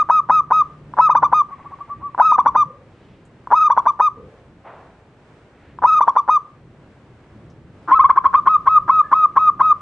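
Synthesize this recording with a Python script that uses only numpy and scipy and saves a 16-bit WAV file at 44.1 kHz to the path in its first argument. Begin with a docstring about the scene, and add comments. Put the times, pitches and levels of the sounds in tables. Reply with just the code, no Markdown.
"""In a quiet room, a caged zebra dove coos in staccato phrases close to the microphone.
In each coo, syrinx pulses speed up into a rattle, lock into a loud pop near 1 kHz, then break into an
arched whistle. Another dove answers from far off with softer whistles, each after a trace of rattle.
Filtered noise makes the low rumble, the hiss, a soft distant thud, a rattle's low ring and faint sounds.
A sine hums for a while, like a far motor."""
import sys
import numpy as np
from scipy import signal
from scipy.fft import rfft, irfft, next_fast_len
from scipy.io import wavfile
from scipy.ndimage import uniform_filter1d, minimum_filter1d, map_coordinates

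SR = 44100
rng = np.random.default_rng(int(sys.argv[2]) if len(sys.argv) > 2 else 0)


def transcribe(u):
    """Save the signal u as a 16-bit wav file named by the first command-line argument.

    u: samples, shape (n,) or (channels, n), limited to [-1, 1]; the rate is SR.
    q: integer samples, one column per channel.
    """
    v = np.clip(np.atleast_2d(u).T, -1, 1)
    q = np.round(v * 32767).astype(np.int16)
    wavfile.write(sys.argv[1], SR, q)


N = 432621  # length in samples


def amp(db):
    """Turn decibels into an amplitude factor."""
    return 10 ** (np.asarray(db) / 20)


def unit(x):
    """Scale x to an rms of 1."""
    return x / np.sqrt(np.mean(x ** 2) + 1e-20)


def along(points, hz):
    """Read (f/Hz, value) points on a log frequency axis."""
    f, v = np.transpose(points)
    return np.interp(np.log(hz + 1), np.log(f + 1), v)


def curve(rows):
    """Turn (t/s, value) rows into one value per sample."""
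    return np.interp(np.arange(N) / SR, *np.transpose(rows))


def wobble(rate, size):
    """A smooth random curve with this many random knots a second."""
    knots = rng.standard_normal(int(size * rate / SR) + 4)
    return map_coordinates(knots, [np.arange(size) * rate / SR])


def ramp(t, width):
    """A smooth step from 0 to 1, centred on t = 0."""
    return .5 + .5 * np.sin(np.pi * np.clip(t / width, -.5, .5))


def add(track, s, x):
    """Mix x into the track from time s on."""
    at = round(s * SR)
    x = x[max(-at, 0):N - at]
    start = max(at, 0)
    track[start:start + len(x)] += x


def filtered(x, response):
    """Filter x by a complex response of frequency."""
    m = next_fast_len(N + SR // 2)
    return irfft(rfft(x, m) * response(np.fft.rfftfreq(m, 1 / SR)), m)[..., :N]


def resonance(f, hz, width):
    """Response of one resonance: it passes most at its centre."""
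    return 1j * f * width / (hz * hz - f * f + 1j * f * width)


# The near dove's coos: (t/s when the pop locks, whistle length/s, base whistle f/Hz)
COOS = [(-.087, 0.11, 1285), (0.102, .097, 1277), (0.303, 0.1, 1270), (0.518, .101, 1268),
        (0.993, 0.077, 1299), (1.097, 0.032, 1254), (1.155, .03, 1210), (1.234, 0.031, 1194),
        (1.331, 0.084, 1237), (2.203, 0.11, 1282), (2.321, .037, 1235), (2.388, 0.023, 1175),
        (2.465, 0.027, 1170), (2.558, 0.072, 1223), (3.529, .141, 1263), (3.705, 0.025, 1170),
        (3.778, .022, 1154), (3.868, .037, 1200), (4.005, 0.076, 1252), (5.844, 0.14, 1276),
        (6.01, 0.028, 1186), (6.082, 0.021, 1136), (6.167, 0.034, 1187), (6.292, 0.081, 1247),
        (7.916, .041, 1304), (7.993, .027, 1235), (8.042, 0.01, 1190), (8.1, 0.0022, 1090),
        (8.174, .003, 1076), (8.255, 0.014, 1147), (8.345, 0.043, 1220), (8.472, 0.083, 1265),
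        (8.673, .1, 1273), (8.894, 0.11, 1273), (9.128, 0.12, 1269), (9.372, 0.1176, 1265),
        (9.608, 0.11, 1263)]
# Single syrinx pulses before some phrases: (t/s, peak level/dB before the mix)
LONE_PULSES = [(0.9374, -20), (2.1472, -17.5), (3.4722, -19.5), (5.7873, -21.5)]
# Throat: slack in the short phrases, tight in the long last one: (t/s, tension 0-1)
TENSION = [(7, 0.05), (7.8, 1), (8.7, 0.94), (9.7, 0.75)]
PHRASE_PAUSE_S = .25  # a longer rest makes the next coo a phrase opening
# The rattle grows with the rest before the coo
RATTLE_S, RATTLE_SHORTEST_S, RECOVER_S = .0135, .004, .025
POP_S, POP_HZ, POP_DB = .0078, 991, -0.76  # from a slack throat, before the changes below
# A phrase opens with a longer rattle and a longer, lower pop: factor, factor, shift in Hz
OPENING_RATTLE, OPENING_POP, OPENING_POP_HZ = 1.75, 2.1, -20
# Full tension draws both out (factors) and lifts the pop (Hz and dB)
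TIGHT_RATTLE, TIGHT_OPENING_RATTLE, TIGHT_POP = 1.2, 1.4, 1.95
TIGHT_POP_HZ, TIGHT_POP_DB = 88, 0.6
# A tight pop is held longer when it runs straight on from the last coo: extra share, rest in s
SLURRED_POP, SLUR_S = .35, .005
# Only longer whistles follow a thump; the longer the whistle, the weaker the thump
THUMP_FROM_S, THUMP_FADE_S = .006, 0.097


def dove():
    """Syrinx pulses lock into a pop and break into a whistle; rest and tension shape each coo."""
    voice, last_end = np.zeros(N), COOS[0][0]
    for lock, length, hz in COOS:
        rest = max(lock - last_end - RATTLE_SHORTEST_S, 0)
        opening = int(rest > PHRASE_PAUSE_S)
        tension = np.clip(np.interp(lock, *np.transpose(TENSION)), 0, 1)

        rattle_s = RATTLE_S + (RATTLE_SHORTEST_S - RATTLE_S) * np.exp(-rest / RECOVER_S)
        rattle_s *= TIGHT_RATTLE ** tension
        rattle_s *= (OPENING_RATTLE * TIGHT_OPENING_RATTLE ** tension) ** opening
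        add(voice, lock - rattle_s - .001, rattle(max(rattle_s - .001, .002), tension))

        slur = 1 + SLURRED_POP * tension * np.exp(-rest / SLUR_S)
        pop_s = POP_S * TIGHT_POP ** tension * OPENING_POP ** opening * slur
        pop_hz = POP_HZ + TIGHT_POP_HZ * tension + OPENING_POP_HZ * opening
        add(voice, lock - .002, pop(pop_s, pop_hz, POP_DB + TIGHT_POP_DB * tension, tension))

        thump_gain = tension * (length > THUMP_FROM_S) * np.exp(-length / THUMP_FADE_S)
        add(voice, lock + pop_s - .005, thump_gain * thump())
        add(voice, lock + pop_s - .001, coo_whistle(max(length, .003), hz, tension, opening))
        last_end = lock + pop_s + length
    for s, db in LONE_PULSES:
        add(voice, s, amp(db) * throat_ring(1010, width=130, body_db=-4.5))
    return voice


# How the inflated throat colours each pulse: (f/Hz, level/dB)
RATTLE_COLOUR = [(60, -16), (260, 7.5), (420, -1), (600, -2), (800, 2.5), (1000, 2), (1550, -3),
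                 (1950, -16.5), (2700, -29), (3500, -28.5), (4600, -34.5), (6100, -26.5), (7200, -51.5),
                 (12000, -74.5)]


def throat_ring(ring_hz, width=300, body_db=0, size=2048):
    """The inflated throat rings after one pulse, never before it; the peak is 1."""
    f = np.fft.rfftfreq(size, 1 / SR)
    body = body_db * ramp(820 - f, 500) * ramp(f - 440, 160)
    gain = np.abs(resonance(f, ring_hz, width)) * amp(along(RATTLE_COLOUR, f) + body)
    # Folding the cepstrum turns the gain curve into a minimum-phase ring
    cepstrum = irfft(np.log(gain + 1e-6))
    cepstrum[1:size // 2] *= 2
    cepstrum[size // 2 + 1:] = 0
    ring = irfft(np.exp(rfft(cepstrum)))
    return ring / np.abs(ring).max()


def rattle(length, tension, slack_hz=205, tight_hz=290, last_hz=800, first_db=-18.0, last_db=-7,
           sweep_db=-24, scatter=.1, lead=.002):
    """Pulses come ever faster and tend to grow stronger; the last one starts the locked tone."""
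    u = np.linspace(0, 1, int(length * SR))
    first_hz = slack_hz + (tight_hz - slack_hz) * tension
    rate = first_hz * (last_hz / first_hz) ** (u ** 1.7) * np.exp(scatter * wobble(300, len(u)))
    cycles = np.cumsum(rate) / SR
    # Stretch to a whole number of cycles, so that a pulse falls at the end
    count = max(round(cycles[-1]), 1)
    cycles = cycles * count / cycles[-1]
    at = np.minimum(np.searchsorted(cycles, np.arange(count + 1)), len(u) - 1)
    pulses = np.zeros(len(u))
    pulse_db = first_db + (last_db - first_db) * np.sqrt(u[at]) - 5.2 * tension
    pulses[at] = amp(pulse_db + rng.normal(0, 3.6, len(at)))
    ring = throat_ring(970 + 170 * tension, width=260 + 80 * tension, body_db=-9 * tension)
    delay = max(int(lead * SR) - np.argmax(ring), 0)
    out = np.pad(signal.fftconvolve(pulses, ring), (delay, 0))
    sweep = amp(sweep_db - 36 * tension) * u ** 2 * ramp(.92 - u, 0.18)
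    out[int(lead * SR):][:len(u)] += sweep * np.cos(2 * np.pi * cycles)
    return out


# Overtones of the pop: (harmonic number, level/dB from a slack throat, level/dB from a tight throat)
POP_ORDERS = [(2, -38.5, -32.5), (3, -52.5, -43), (4, -59.5, -54.5), (5, -59.5, -59.5), (6, -59.5, -72)]


def pop(length, hz, db, tension, glide=.17, tight_glide=.09, sag_db=2.0, rough_db=3, lead=.002):
    """The pulses lock into one short, loud tone that rises in pitch."""
    t = np.arange(int((length + 2 * lead) * SR)) / SR - lead
    rise = glide + (tight_glide - glide) * tension
    pitch = hz * (1 + rise * (t / length - .5) + .008 * wobble(350, len(t)))
    phase = 2 * np.pi * np.cumsum(pitch) / SR
    phase = phase - phase[int(lead * SR)]
    gate = ramp(t - .0015, .005) * ramp(length - .0006 - t, 0.0046)
    swell = gate * amp(db - .5 - sag_db * np.clip(t / 0.01 - .4, 0, 1))
    tone = np.cos(phase)
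    for k, slack_db, tight_db in POP_ORDERS:
        level = amp(slack_db + (tight_db - slack_db) * tension + rough_db * wobble(300, len(t)))
        tone += level * np.sin(k * phase + 1.1 * wobble(400, len(t)))
    return swell * tone


# Full effort needs this length; whistles shorter than CHOKED_S are weakened
FULL_WHISTLE_S, CHOKED_S = .095, .006
# Short-whistle level, gain at full effort, change under full tension
WHISTLE_DB, EFFORT_DB, TIGHT_DB = -10, 1, -2.5
# Level change towards the end: base, added by full effort, added by effort and tension together
SWELL_DB, EFFORT_SWELL_DB, TIGHT_SWELL_DB = -2.5, 3, 7
SAG, TIGHT_SAG = .04, 0.032  # share by which the pitch sinks; the tight one at full effort
# Overtones gain level as the base pitch falls below the bright pitch
OVERTONE_DB, OVERTONE_RISE_DB_PER_HZ, BRIGHT_HZ = -43, 0.01, 1263
TIGHT_OVERTONE_DB, WEAK_OVERTONE_DB = -5, -5  # tension weakens them, most in short whistles
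THROB_FROM_S = .09  # opening whistles longer than this throb


def coo_whistle(length, hz, tension, opening):
    """Longer whistles are blown harder, which changes their level, swell and overtones."""
    effort = min(length / FULL_WHISTLE_S, 1)
    choke_db = 20 * np.log10(min(length / CHOKED_S, 1))
    db = WHISTLE_DB + EFFORT_DB * effort + TIGHT_DB * tension + choke_db
    swell_db = SWELL_DB + effort * (EFFORT_SWELL_DB + TIGHT_SWELL_DB * tension)
    sag = SAG * (1 - tension) + TIGHT_SAG * tension * effort
    overtone_db = OVERTONE_DB + OVERTONE_RISE_DB_PER_HZ * max(BRIGHT_HZ - hz, 0)
    overtone_db += tension * (TIGHT_OVERTONE_DB + WEAK_OVERTONE_DB * (1 - effort))
    throb = float(opening and length > THROB_FROM_S)
    return whistle(length, hz, hz * (1 - sag), db, db + swell_db, overtone_db, throb, tension)


# What throat and beak pass of the overtones: (f/Hz, level/dB against the overtone level)
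BEAK = [(2200, -9.5), (2400, 1), (2560, 7.5), (2800, -1), (3400, -2), (3800, -2), (4600, -14.5),
        (5050, -10), (5700, -3), (6250, -6), (6900, -22), (7600, -21.5), (8600, -21.5), (11000, -36.5)]
OVERTONE_SWELL = 0.92  # share of the level changes that a fully tight whistle's overtones follow


def whistle(length, top_hz, late_hz, db, late_db, overtone_db, throb, tension, hump=.012, scoop=.035,
            droop=0.13, tight_droop=0.11, throb_hz=22, jitter=0.0024, rough=.2, dull_db=7,
            swell_s=.016, count=9):
    """A clean arched tone scoops up, sinks slowly and droops as the air runs out."""
    t = np.arange(int((length + .005) * SR)) / SR
    late = length - min(.017, 0.26 * length)
    crest = .25 * length
    arch = top_hz + (late_hz - top_hz) * np.clip((t - crest) / (late - crest), 0, 1.25) ** 1.8
    end_droop = droop + (tight_droop - droop) * tension
    ends = 1 - scoop * np.exp(-t / (.09 * length))
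    ends -= end_droop * np.exp(np.minimum(t - length, 0) / .0048)
    # Throbbing coos dip in pitch and level
    dip = throb * (np.sin(np.pi * throb_hz * (t - late + 0.0035)) ** 4 - .3)
    waver = jitter * wobble(300, len(t)) + .003 * wobble(45, len(t))
    bow = hump * (1 - tension) * (np.sin(np.pi * t / length) - .5)
    hz = arch * ends * (1 + bow + .007 * tension - .04 * dip + waver)
    phase = 2 * np.pi * np.cumsum(hz) / SR

    gate = ramp(t - .001, 0.0044) * ramp(length - .002 - t, 0.0072)
    late_swell = (late_db - db) * ramp(t - late + 0.01 * tension + 0.0026, swell_s)
    effort_db = db - 6.3 * np.exp(-t / (0.17 * late)) + late_swell - 2.2 * dip
    flutter_db = (.12 + .25 * tension) * wobble(400, len(t))
    flutter_db += (.4 + .5 * tension) * wobble(50, len(t))

    overtones = np.zeros(len(t))
    for k in range(2, count + 1):
        dulling = dull_db * tension * ramp(k * hz - 5000, 2500) * ramp(8200 - k * hz, 1500)
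        level_db = overtone_db + along(BEAK, k * hz) - 5.5 * dip - dulling + 1.7 * wobble(250, len(t))
        overtones += amp(level_db) * np.sin(k * phase + rough * wobble(230, len(t)))
    bright = ramp(t - .0008, .22 * length) * ramp(length - .0105 - t, 0.018)
    bright *= amp(OVERTONE_SWELL * tension * (effort_db - db - 2.0))
    return gate * (amp(effort_db + flutter_db) * np.sin(phase) + bright * overtones)


THUMP_DB, THUMP_HZ, THUMP_S = -29, 68, .012  # start level before the dove's scaling, pitch, decay


def thump():
    """A low push of air swings back and forth and dies."""
    t = np.arange(SR // 8) / SR
    return amp(THUMP_DB) * np.sin(2 * np.pi * THUMP_HZ * t) * np.exp(-t / THUMP_S)


def cage(x, delay=.0007, corner_hz=4000):
    """The thin bars scatter mostly treble, with opposite sign at the two microphone ports."""
    def bars(f):
        return f * f / (f * f + corner_hz ** 2) * np.exp(-2j * np.pi * f * delay)

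    scattered = filtered(x, bars)
    return np.array([scattered, -scattered])


# The far dove: (start t/s, length/s, base f/Hz, level/dB before flutter and the mix)
FAR_COOS = [(1.506, 0.048, 1119, -28.5), (1.598, 0.027, 1110, -41), (1.652, 0.032, 1132, -32),
            (1.718, 0.033, 1114, -28.5), (1.803, .028, 1140, -27), (1.895, 0.049, 1155, -24),
            (2.019, 0.082, 1142, -25)]
FAR_RATTLE_S, FAR_RATTLE_DB = .024, -30.5  # length; gain on the near dove's slack rattle


def far_dove(bend=0.077):
    """From a distance the arched whistles carry, with a trace of the rattle before each."""
    voice = np.zeros(N)
    for s, length, hz, db in FAR_COOS:
        u = np.linspace(-1, 1, int(length * SR))
        phase = 2 * np.pi * np.cumsum(hz * (1 - bend * (u * u - .15))) / SR
        add(voice, s, amp(db + 1.5 * wobble(120, len(u))) * (1 - u * u) * np.sin(phase))
        add(voice, s - FAR_RATTLE_S + 0.0033, amp(FAR_RATTLE_DB) * rattle(FAR_RATTLE_S, 0))
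    return voice


# How long the room rings: (f/Hz, time to fall by 60 dB/s)
ROOM = [(200, .25), (900, .24), (1060, 0.37), (1240, .32), (3000, 0.1), (8000, 0.23)]


def room(x, gap=.004, spread=.25):
    """The walls return a short diffuse tail, similar at both microphone ports."""
    hz, t, z = signal.stft(rng.standard_normal((2, SR // 2)), SR, nperseg=256)
    fading = z * amp(-60 * t / along(ROOM, hz)[:, None])
    tail = signal.istft(fading, SR, nperseg=256)[1]
    tail = np.pad(tail / np.linalg.norm(tail[0]), ((0, 0), (int(gap * SR), 0)))
    mid, side = signal.fftconvolve(x[None], tail, axes=1)[:, :N]
    return np.array([mid + spread * side, mid - spread * side])


# Faint rustles, murmurs, ticks, a thud and, at 7.87 s, the low ring of the near dove's opening rattle:
# (start t/s, rise/s, fall by 60 dB/s, centre f/Hz, width f/Hz, level/dB)
MURK = [(1.47, .05, 5.46, 2000, 793, -58.5), (2.63, 0.07, 0.81, 510, 70, -45),
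        (2.64, .02, .35, 144, 40, -40.5), (2.8, 0.31, 1.064, 2693, 1800, -64),
        (3.25, .003, 0.11, 7540, 2500, -64.5), (4.14, 0.062, 0.87, 459, 110, -41.5),
        (4.63, .04, 0.89, 750, 800, -38), (5.4, .3, .6, 1694, 1400, -58.5),
        (7.497, 0.0039, 0.11, 5450, 2000, -63.5), (7.87, .03, 0.42, 310.5, 90, -38.5),
        (9.03, 0.018, 0.23, 1700, 60, -38)]


def murk():
    """Bands of noise swell and die away as faint sounds and a rattle's low ring."""
    t, out = np.arange(N) / SR, np.zeros(N)
    for s, rise, fall, hz, width, db in MURK:
        def band_shape(f):
            return resonance(f, hz, width) ** 2 / (1 + (f / (hz + 3 * width)) ** 4)

        band = unit(filtered(rng.standard_normal(N), band_shape))
        fading = amp(db - 60 * np.maximum(t - s - rise, 0) / fall)
        out += band * ramp(t - s - rise / 2, rise) * fading
    return out


# How alike left and right are: (f/Hz, likeness 0-1)
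ALIKE = [(100, 0.99), (1000, 0.98), (3000, 0.25), (8000, 0.3)]


def rush(spectrum):
    """Stereo noise of rms 1, nearly mono in the bass."""
    def mid_side(f):
        turn = np.arccos(np.clip(along(ALIKE, f), -1, 1)) / 2
        return amp(along(spectrum, f)) * [np.cos(turn), np.sin(turn)]

    mid, side = filtered(rng.standard_normal((2, N)), mid_side)
    return unit(np.array([mid + side, mid - side]))


# Rumble over time: (t/s, level/dB before the lift and wobble below)
AMBIENCE = [(0, -53), (2.3, -52.5), (3.5, -55), (6.7, -56.5), (7.2, -54), (7.55, -51), (8.4, -51),
            (9.81, -52)]
# Colour of the rumble: (f/Hz, relative level/dB per Hz)
RUMBLE = [(12, -44), (22, -21), (45, -6), (120, 1), (180, -3), (300, -7.5), (420, -13), (600, -25),
          (1200, -69.5)]
# Colour of the hiss: (f/Hz, relative level/dB per Hz)
AIR = [(200, -10.5), (380, -1.5), (550, -2.5), (750, -6.5), (1100, -9), (1600, -12), (2400, -17),
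       (3300, -22.5), (5000, -30), (8500, -35.5), (10500, -46), (14000, -68)]
# Hum of the far motor over time: (t/s, peak level/dB before the wobble)
HUM = [(0, -55), (.3, -47), (.9, -42.5), (1.4, -49.5), (1.9, -59), (3, -70.5)]
AIR_DB = -53  # hiss level before the wobble


def background(hum_hz=149):
    """Noise makes the rumble and hiss from outside; a wavering sine is a far motor's hum."""
    rumble = amp(curve(AMBIENCE) + 5.5 + 2.4 * wobble(8, N)) * rush(RUMBLE)
    air = amp(AIR_DB + 1.3 * wobble(6, N)) * rush(AIR)
    hum_phase = 2 * np.pi * np.cumsum(hum_hz + 0.53 * wobble(3, N)) / SR
    hum = amp(curve(HUM) + 1.7 * wobble(8, N)) * np.sin(hum_phase)
    return rumble + air + hum


# The long last phrase stirs the room more: (t/s, near dove's echo send level/dB)
ECHO = [(7, -18), (7.8, -14), (9.81, -17)]
ROOM_TREBLE_DB, ROOM_TREBLE_HZ = 4, 2210  # the near dove's overtones reach the walls more strongly


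def scene():
    """Both doves sound in the room, over the faint sounds and the background."""
    near, far = dove(), far_dove()
    spilled = filtered(near, lambda f: amp(ROOM_TREBLE_DB * ramp(f - ROOM_TREBLE_HZ, 800)))
    echoes = room(amp(curve(ECHO)) * spilled + amp(-11.5) * far, gap=.002)
    birds = near + amp(-9) * cage(near, delay=0.00038) + far + echoes
    # The birds are slightly louder in the first channel than in the second
    return birds * amp([[.7], [-.7]]) + murk() + background()


TOP_HZ = 11000  # band limit


def record(dry, ceiling=0.87, hold=.003):
    """A fast limiter holds down the loudest peaks; a steep filter cuts above the band limit."""
    size = int(hold * SR)
    needed = np.minimum(1, ceiling / (np.abs(dry).max(0) + 1e-9))
    gain = uniform_filter1d(minimum_filter1d(needed, 2 * size), size)
    return filtered(dry * gain, lambda f: 1 / (1 + (f / TOP_HZ) ** 40))


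dry = scene()
out = record(dry)
transcribe(out)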